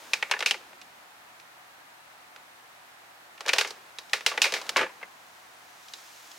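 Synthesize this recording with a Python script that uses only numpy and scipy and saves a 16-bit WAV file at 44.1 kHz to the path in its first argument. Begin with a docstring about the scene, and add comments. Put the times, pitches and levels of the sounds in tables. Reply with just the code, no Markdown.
"""In a small quiet room with a steady hiss, bare feet step onto a glass bathroom scale on a wooden floor.
Plate and plastic feet creak in single sharp slips, the harder ones set the glass ringing; the boards thump.
The housing ticks as it settles. Then the weight shifts, soles slide, and the feet step off in turn;
as the last one leaves, the scale rocks with a dull clatter. Cloth rustles softly at the end."""
import sys
import numpy as np
from scipy import signal
from scipy.fft import rfft, irfft
from scipy.io import wavfile
from scipy.ndimage import uniform_filter1d

SR = 44100
rng = np.random.default_rng(int(sys.argv[2]) if len(sys.argv) > 2 else 0)


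def unload_audio(sound):
    """Save the sound as a 16-bit wav file, at the path given as the first command line argument."""
    columns = np.transpose(np.atleast_2d(sound))
    # keep every value between -1 and 1, then stretch to whole-number steps
    steps = np.round(np.clip(columns, -1, 1) * 32767)
    wavfile.write(sys.argv[1], SR, steps.astype(np.int16))


N = 281358
SIZE = 16384   # samples in one impulse response
HZ = np.maximum(np.fft.rfftfreq(SIZE, 1 / SR), 1)
AGE = np.arange(SIZE) / SR   # seconds since a blow

# Stereo width of the near sources. Each row: frequency in Hz, side relative to mid in dB.
SOURCE_WIDTH = [(100, -11), (300, -31), (700, -16.5), (2500, -13.5), (5500, -8.5), (10000, -5.5),
                (16000, -7)]
# Stepping on, first foot off, second foot off.
# Each row: start in seconds, length in seconds, level of sliding in dB, level of rumble in dB.
WEIGHT_SHIFTS = [(0.014, 0.53, -53, -70), (3.513, 0.042, -44.5, -79), (4.386, 0.32, -46.5, -69.5)]


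def from_db(db):
    """Amplitude grows tenfold for every 20 dB."""
    return 10 ** (np.asarray(db) / 20)


def at_hz(points, hz):
    """A spectrum in dB, interpolated on a logarithmic frequency axis."""
    f, db = np.transpose(points)
    return np.interp(np.log(np.maximum(hz, 1)), np.log(f), db)


def add(out, s, sound):
    """Superposition: a stereo sound joins the mix at s seconds."""
    i = max(int(s * SR), 0)
    out[:, i:i + SIZE] += sound[:, :N - i]


def unit_power(gain):
    """Normalisation to a mean square of one."""
    return gain / np.sqrt(np.mean(np.abs(gain) ** 2))


def stereo(mid, side):
    """Left and right are the sum and difference of mid and side."""
    return np.array([mid + side, mid - side])


def peak(hz, width_hz):
    """Lorentzian resonance curve of height one."""
    return 1 / (1 + ((HZ - hz) / (width_hz / 2)) ** 2)


def decay(t60):
    """Damping: amplitude falls exponentially, by 60 dB in t60 seconds."""
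    return from_db(-60 * AGE / t60)


def causal(gain):
    """Minimum-phase response with this gain: nothing sounds before the blow."""
    cepstrum = irfft(np.log(gain + 1e-9))
    cepstrum[1:SIZE // 2] *= 2
    cepstrum[SIZE // 2 + 1:] = 0
    return np.exp(rfft(cepstrum))


def scatter(envelope, direct=0, even_hz=900):
    """Multiple reflection: the spectrum of a pulse and its dense echoes, evened out over broad bands."""
    wave = rng.standard_normal(SIZE) * envelope / np.sqrt(np.sum(envelope ** 2))
    wave[0] += direct
    spectrum = rfft(wave)
    power = uniform_filter1d(np.abs(spectrum) ** 2, max(int(even_hz * SIZE / SR), 3))
    return spectrum * causal(power ** -.5)


def noise(colour, width):
    """Spectrally shaped Gaussian noise in stereo, its mid signal at unit power."""
    hz = np.fft.rfftfreq(N, 1 / SR)
    mid, side = rfft(rng.standard_normal((2, N))) * unit_power(from_db(at_hz(colour, hz)))
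    return irfft(stereo(mid, side * from_db(at_hz(width, hz))), N)


def swells(rows, rise_db_per_s, fall_db_per_s):
    """Envelope of movements that each grow exponentially, hold and die away."""
    t = np.arange(N) / SR
    gain = np.zeros(N)
    for start, length, db in rows:
        before, after = np.maximum(start - t, 0), np.maximum(t - start - length, 0)
        gain += from_db(db - rise_db_per_s * before - fall_db_per_s * after)
    return gain


def rubbing(gain, colour, grain_db, grain_s=0.0041):
    """Friction noise, modulated in amplitude as the surfaces catch and let go."""
    grain = unit_power(uniform_filter1d(rng.standard_normal(N), int(grain_s * SR)))
    return gain * from_db(grain_db * grain) * noise(colour, SOURCE_WIDTH)


def background():
    """A continuous spectrum of hiss under the faint line spectrum of a distant appliance."""
    # Each row: frequency in Hz, relative spectral density in dB.
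    hiss_colour = [(15, -67), (25, -45), (61, -19), (108, -17), (190, -12), (344, -6.5), (405, -10),
                   (734, 0.5), (796, 1), (1740, -2), (3080, -9.5), (4030, -10.5), (5000, -14), (14800, -20),
                   (16000, -22)]
    # Each row: frequency in Hz, side relative to mid in dB.
    hiss_width = [(60, -20), (150, -13), (380, -1.5), (950, -1), (2380, 1.5), (5980, -0.5), (15000, -5.5)]
    # Each row: frequency in Hz, rms level in dB.
    hum_tones = [(80.7, -88.5), (118.4, -81.5), (161.5, -83.5), (269.2, -86), (726.7, -70.5)]
    t = np.arange(N) / SR
    hum = sum(from_db(db) * np.sqrt(2) * np.sin(2 * np.pi * (hz * t + rng.random()))
              for hz, db in hum_tones)
    return from_db(-54.5) * noise(hiss_colour, hiss_width) + hum


def room(x, t60=0.36, wall_hz=5000, build_s=0.006):
    """Reverberation: a diffuse tail, different left and right, dulled by absorption at the walls."""
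    tail = rng.standard_normal((2, SIZE)) * decay(t60) * (1 - np.exp(-AGE / build_s))
    walls = signal.butter(1, wall_hz, fs=SR, output="sos")
    tail = signal.sosfilt(walls, unit_power(tail) / np.sqrt(SIZE))
    return signal.fftconvolve(x, tail, axes=1)[:, :N]


def board_rumble(lag_s=0.24):
    """Delayed yielding: the boards give a little after the load moves, and rumble."""
    # Each row: frequency in Hz, relative level in dB.
    rumble_colour = [(25, -26), (65, -10), (110, -9), (200, 2.5), (320, -3.5), (700, -10), (3000, -55)]
    yielding = [(s + lag_s, length, db) for s, length, _, db in WEIGHT_SHIFTS]
    gain = swells(yielding, rise_db_per_s=15, fall_db_per_s=23)
    return rubbing(gain, rumble_colour, grain_db=2.0, grain_s=0.053)


def cloth():
    """Friction between moving folds of cloth makes a soft broadband rustle."""
    # Each row: start in seconds, length in seconds, level in dB.
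    brushes = [(0, 0.15, -54), (4.15, 0.48, -58), (5.38, 0.033, -67), (5.98, 0.57, -54)]
    # Each row: frequency in Hz, relative level in dB.
    rustle_colour = [(30, -60), (300, -14), (1500, -4.5), (3000, -2), (6500, -2), (9000, -9.5),
                     (16000, -14)]
    gain = swells(brushes, rise_db_per_s=36, fall_db_per_s=23)
    return rubbing(gain, rustle_colour, grain_db=1.0)


def soles():
    """Sliding friction of skin on glass while the weight shifts."""
    # Each row: frequency in Hz, relative level in dB.
    slide_colour = [(60, -43), (250, -7), (500, -0.5), (1200, -0.5), (2500, -6), (5000, -13), (16000, -27)]
    slides = [(s, length, db) for s, length, db, _ in WEIGHT_SHIFTS]
    gain = swells(slides, rise_db_per_s=136, fall_db_per_s=47)
    return rubbing(gain, slide_colour, grain_db=-0.5)


def board_thumps(t60=0.14, level_db=-5.5, side_db=-19):
    """Damped impulse response: the boards answer a change of load with a short dull knock."""
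    # Weight lands on the boards. Each row: time in seconds, relative level in dB.
    landings = [(0.407, -16), (0.34, -21), (0.513, -13), (0.545, -18), (0.731, -27), (4.166, -24),
                (3.575, -24), (4.38, -10.5), (4.457, -30), (4.526, -7.5), (4.765, -1), (4.781, -3),
                (4.806, 2.5), (4.831, -2)]
    # Each row: frequency in Hz, relative level in dB.
    thump_colour = [(30, -42), (80, -21), (160, -14.5), (255, -5), (330, 1.5), (520, 5), (900, -19),
                    (3000, -56)]
    boards = causal(unit_power(from_db(at_hz(thump_colour, HZ))))
    fade = decay(t60)
    out = np.zeros((2, N))
    for s, db in landings:
        knock = stereo(scatter(fade, even_hz=245), from_db(side_db) * scatter(fade))
        add(out, s, from_db(db + level_db) * irfft(knock * boards))
    return out


def settling_ticks(bass_db=1.5, ring_db=-10, t60=0.029, lift_db=6.5):
    """Light impulses from the settling housing, as thin, quickly damped blows."""
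    # Each row: time in seconds, strength in dB, hardness as treble in dB, pitch in Hz.
    ticks = [(0.815, -22, 5.5, 2570), (1.3988, -27.5, 5.5, 2600), (2.3614, -19, -4.5, 1430),
             (3.3783, -21.5, -4, 2620), (3.9856, -11, 3.5, 3780), (4.096, -26, 4.5, 4000),
             (4.208, -10.5, -7, 1430), (4.6666, -22.5, 6, 600), (5.884, -31, 13.5, 3120),
             (5.9364, -16, 7.5, 3920), (6.3152, -29.5, 13, 3130)]
    return [(s, db, bass_db, treble, ring_db, t60, hz, lift_db) for s, db, treble, hz in ticks]


def rocking_knocks(bass_db=6, ring_db=-16.5, lift_db=8):
    """Impacts of the rocking scale on the floor: full blows, fastest as the last foot leaves."""
    # Each row: time in seconds, strength in dB, hardness as treble in dB, pitch in Hz, T60 in seconds.
    knocks = [(0.2964, -13, -15, 614, 0.046), (0.338, 1.5, -17, 1770, 0.043),
              (0.3656, -8, -27, 1710, 0.045), (0.543, -7, -8, 2200, 0.04), (0.7307, -20.5, -18, 860, 0.044),
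              (3.454, -11.5, -27, 600, 0.06), (3.562, -6, -3, 1010, 0.087), (4.315, -4, -11, 1140, 0.077),
              (4.34, -9.5, -33, 600, 0.1), (4.456, 1.5, -7, 573, 0.077), (4.565, -5.5, -11, 640, 0.075),
              (4.761, 9.5, -17, 1090, 0.071), (4.7764, 6, -13, 587, 0.066), (4.792, 6, -16, 1760, 0.11),
              (4.8116, 5, -12, 1240, 0.1), (4.8297, 0, -14, 1810, 0.087), (4.843, -8, -15, 1710, 0.047),
              (4.8632, -10, -19, 1030, 0.055), (4.8932, -16.5, -22, 1000, 0.066),
              (5.0142, -17.5, -26, 1232, 0.061), (5.0286, -8.5, -18, 2100, 0.062)]
    return [(s, db, bass_db, treble, ring_db, t60, hz, lift_db) for s, db, treble, hz, t60 in knocks]


def creaking_slips(full_db=8, bass_per_db=0.5, t60=0.036):
    """Stick-slip: plastic feet and housing give way under load; the weaker the blow, the more body."""
    # Each row: time in seconds, strength in dB, hardness as treble in dB, share of glass ring in dB,
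    # pitch of the slipping part in Hz, lift at that pitch in dB.
    slips = [(0.1343, 7, 1.5, -11, 2430, 9.5), (0.226, 7, -12, -13, 2290, 6.5),
             (0.3126, 6.5, -2, -15, 985, 13), (0.3209, 3.5, -10, -5, 2650, 7),
             (0.3917, -12, 4.5, -8, 2600, -2), (0.4058, -0.5, -4.5, -8, 3660, 3),
             (0.4251, 2.5, -9.5, -9, 1870, 3), (0.4604, 7, 3, -2.5, 2520, 11.5),
             (0.5098, 6, 1.5, -12, 3000, 9.5), (3.407, -13, 3.5, -12, 1300, 8),
             (3.4623, -11, 3.5, -20, 580, 13), (3.4763, -7, -4, -5, 1400, 14),
             (3.4825, -3.5, 6, -7, 1400, 13), (3.4913, 8.5, -3.5, -12, 2450, 10),
             (3.533, 8, -1.5, -7, 690, 10), (3.5839, 8, 0.5, -2, 2640, 3), (3.6107, 4, 0, -16, 1570, 8.5),
             (3.647, -4, -6, -3.5, 2200, 6), (3.674, -27, 17.5, -0.5, 4100, -3),
             (3.7065, -17, 8, -23, 4300, 6), (4.1332, 7.5, -2, -6, 1970, 4.5),
             (4.2633, 9, 1, -4.5, 2600, 4), (4.3764, 5, -10.5, -14.5, 1920, 4),
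             (4.418, 7, 7, -1.5, 2700, 9), (4.4421, 7.5, -4, -1, 2380, 9), (4.5222, -6, 4, -9, 650, 9),
             (4.539, 1, 1.5, 0, 2160, 7.5), (4.615, -17.5, 7, -9, 1120, 13.5),
             (4.6924, -2.5, 5.5, -17, 835, 3.5), (4.7679, 2.5, 2.5, -4.5, 1710, 5)]
    return [(s, db, bass_per_db * (full_db - db), treble, ring, t60, hz, lift)
            for s, db, treble, ring, hz, lift in slips]


def plate_paths(lag_hz=700, order=8):
    """Dispersion on the way to left and right: slow, low bending waves arrive after the crack."""
    # The near field favours one side. Each row: frequency in Hz, left minus right in dB.
    balance = [(300, -1.5), (680, 1), (780, 1), (980, 4), (1100, -1.5), (1500, -1), (1850, 2.5), (2600, -1),
               (3300, -0.5), (6500, -1.5), (9000, -2.5), (12000, 0)]
    pole = np.exp(-2 * np.pi * lag_hz / SR)
    unit_delay = np.exp(-2j * np.pi * np.fft.rfftfreq(SIZE))
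    dispersion = ((unit_delay - pole) / (1 - pole * unit_delay)) ** order
    lean = from_db(at_hz(balance, HZ) / 2)
    return dispersion * np.array([causal(lean), causal(1 / lean)])


def glass_ring(t60=0.21, rise_s=0.0056, level_db=0.65):
    """Free vibration: the spectrum of the plate's dense modes as they build up and die away."""
    # Each row: frequency in Hz, relative level in dB.
    ring_colour = [(200, 1.5), (600, -3.5), (1300, -1), (2500, -5), (5000, -1.5), (9000, -1.5), (16000, 2)]
    envelope = decay(t60) * (1 - np.exp(-AGE / rise_s))
    return scatter(envelope) * causal(from_db(at_hz(ring_colour, HZ) + level_db))


def scale_body(blows, side_ring_db=1.5, part_bandwidth=0.19, bass_hz=900, centre_hz=2200, treble_hz=4800):
    """Source and filter: each blow echoes about the resonant housing and leaves the glass ringing."""
    # Broad spectrum of a blow. Each row: frequency in Hz, relative level in dB.
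    blow_colour = [(60, -43), (150, -39), (280, -30), (440, -8), (700, -12), (1100, -10.5), (1700, -2),
                   (2500, -0.5), (3400, -2.5), (5500, -6.5), (8000, -16), (11000, -22.5), (16000, -34)]
    # Resonances of plate and housing. Each row: frequency in Hz, width in Hz, lift in dB.
    modes = [(534, 99, 1.5), (849, 99, 7), (1127, 98, 3.5), (1300, 51, 0.5), (1880, 53, -1.5),
             (2240, 140, 0.5), (2760, 120, 2), (3850, 89, 2.5), (4030, 140, 0), (6600, 330, 2)]
    resonance_db = sum(db * peak(hz, width) for hz, width, db in modes)
    body = from_db(at_hz(blow_colour, HZ) + resonance_db)
    glass_mid, glass_side = glass_ring(), glass_ring()   # the same modes for every blow
    paths = plate_paths()
    width = causal(from_db(at_hz(SOURCE_WIDTH, HZ)))
    out = np.zeros((2, N))
    for s, db, bass_db, treble_db, ring_db, rattle_t60, part_hz, lift_db in blows:
        rattle = decay(rattle_t60)
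        part = unit_power(body * from_db(lift_db * peak(part_hz, part_bandwidth * part_hz)))
        contact = from_db(at_hz([(bass_hz, bass_db), (centre_hz, 0), (treble_hz, treble_db)], HZ))
        loaded = 0.485 < s < 4.66   # under full weight the plate drives the boards, adding body
        boards = from_db((3 if loaded else -1.5) * peak(hz=450, width_hz=520))
        mid = scatter(rattle, direct=0.34) + from_db(ring_db) * glass_mid
        side = width * (scatter(rattle) + from_db(ring_db + side_ring_db) * glass_side)
        spectrum = stereo(mid, side) * paths * causal(part * contact * boards)
        add(out, s, from_db(db) * irfft(spectrum))
    return out


def scene(room_db=-21.5):
    """Superposition of the close impacts, their faint reverberation, friction and the background."""
    blows = creaking_slips() + rocking_knocks() + settling_ticks()
    hits = scale_body(blows) + board_thumps()
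    return hits + from_db(room_db) * room(hits) + cloth() + soles() + board_rumble() + background()


def record(dry, cutoff_hz=16000):
    """Band limiting: a steep elliptic low-pass removes the highest treble."""
    return signal.sosfilt(signal.ellip(10, .1, 70, cutoff_hz, fs=SR, output="sos"), dry)


dry = scene()
out = record(dry)
unload_audio(out)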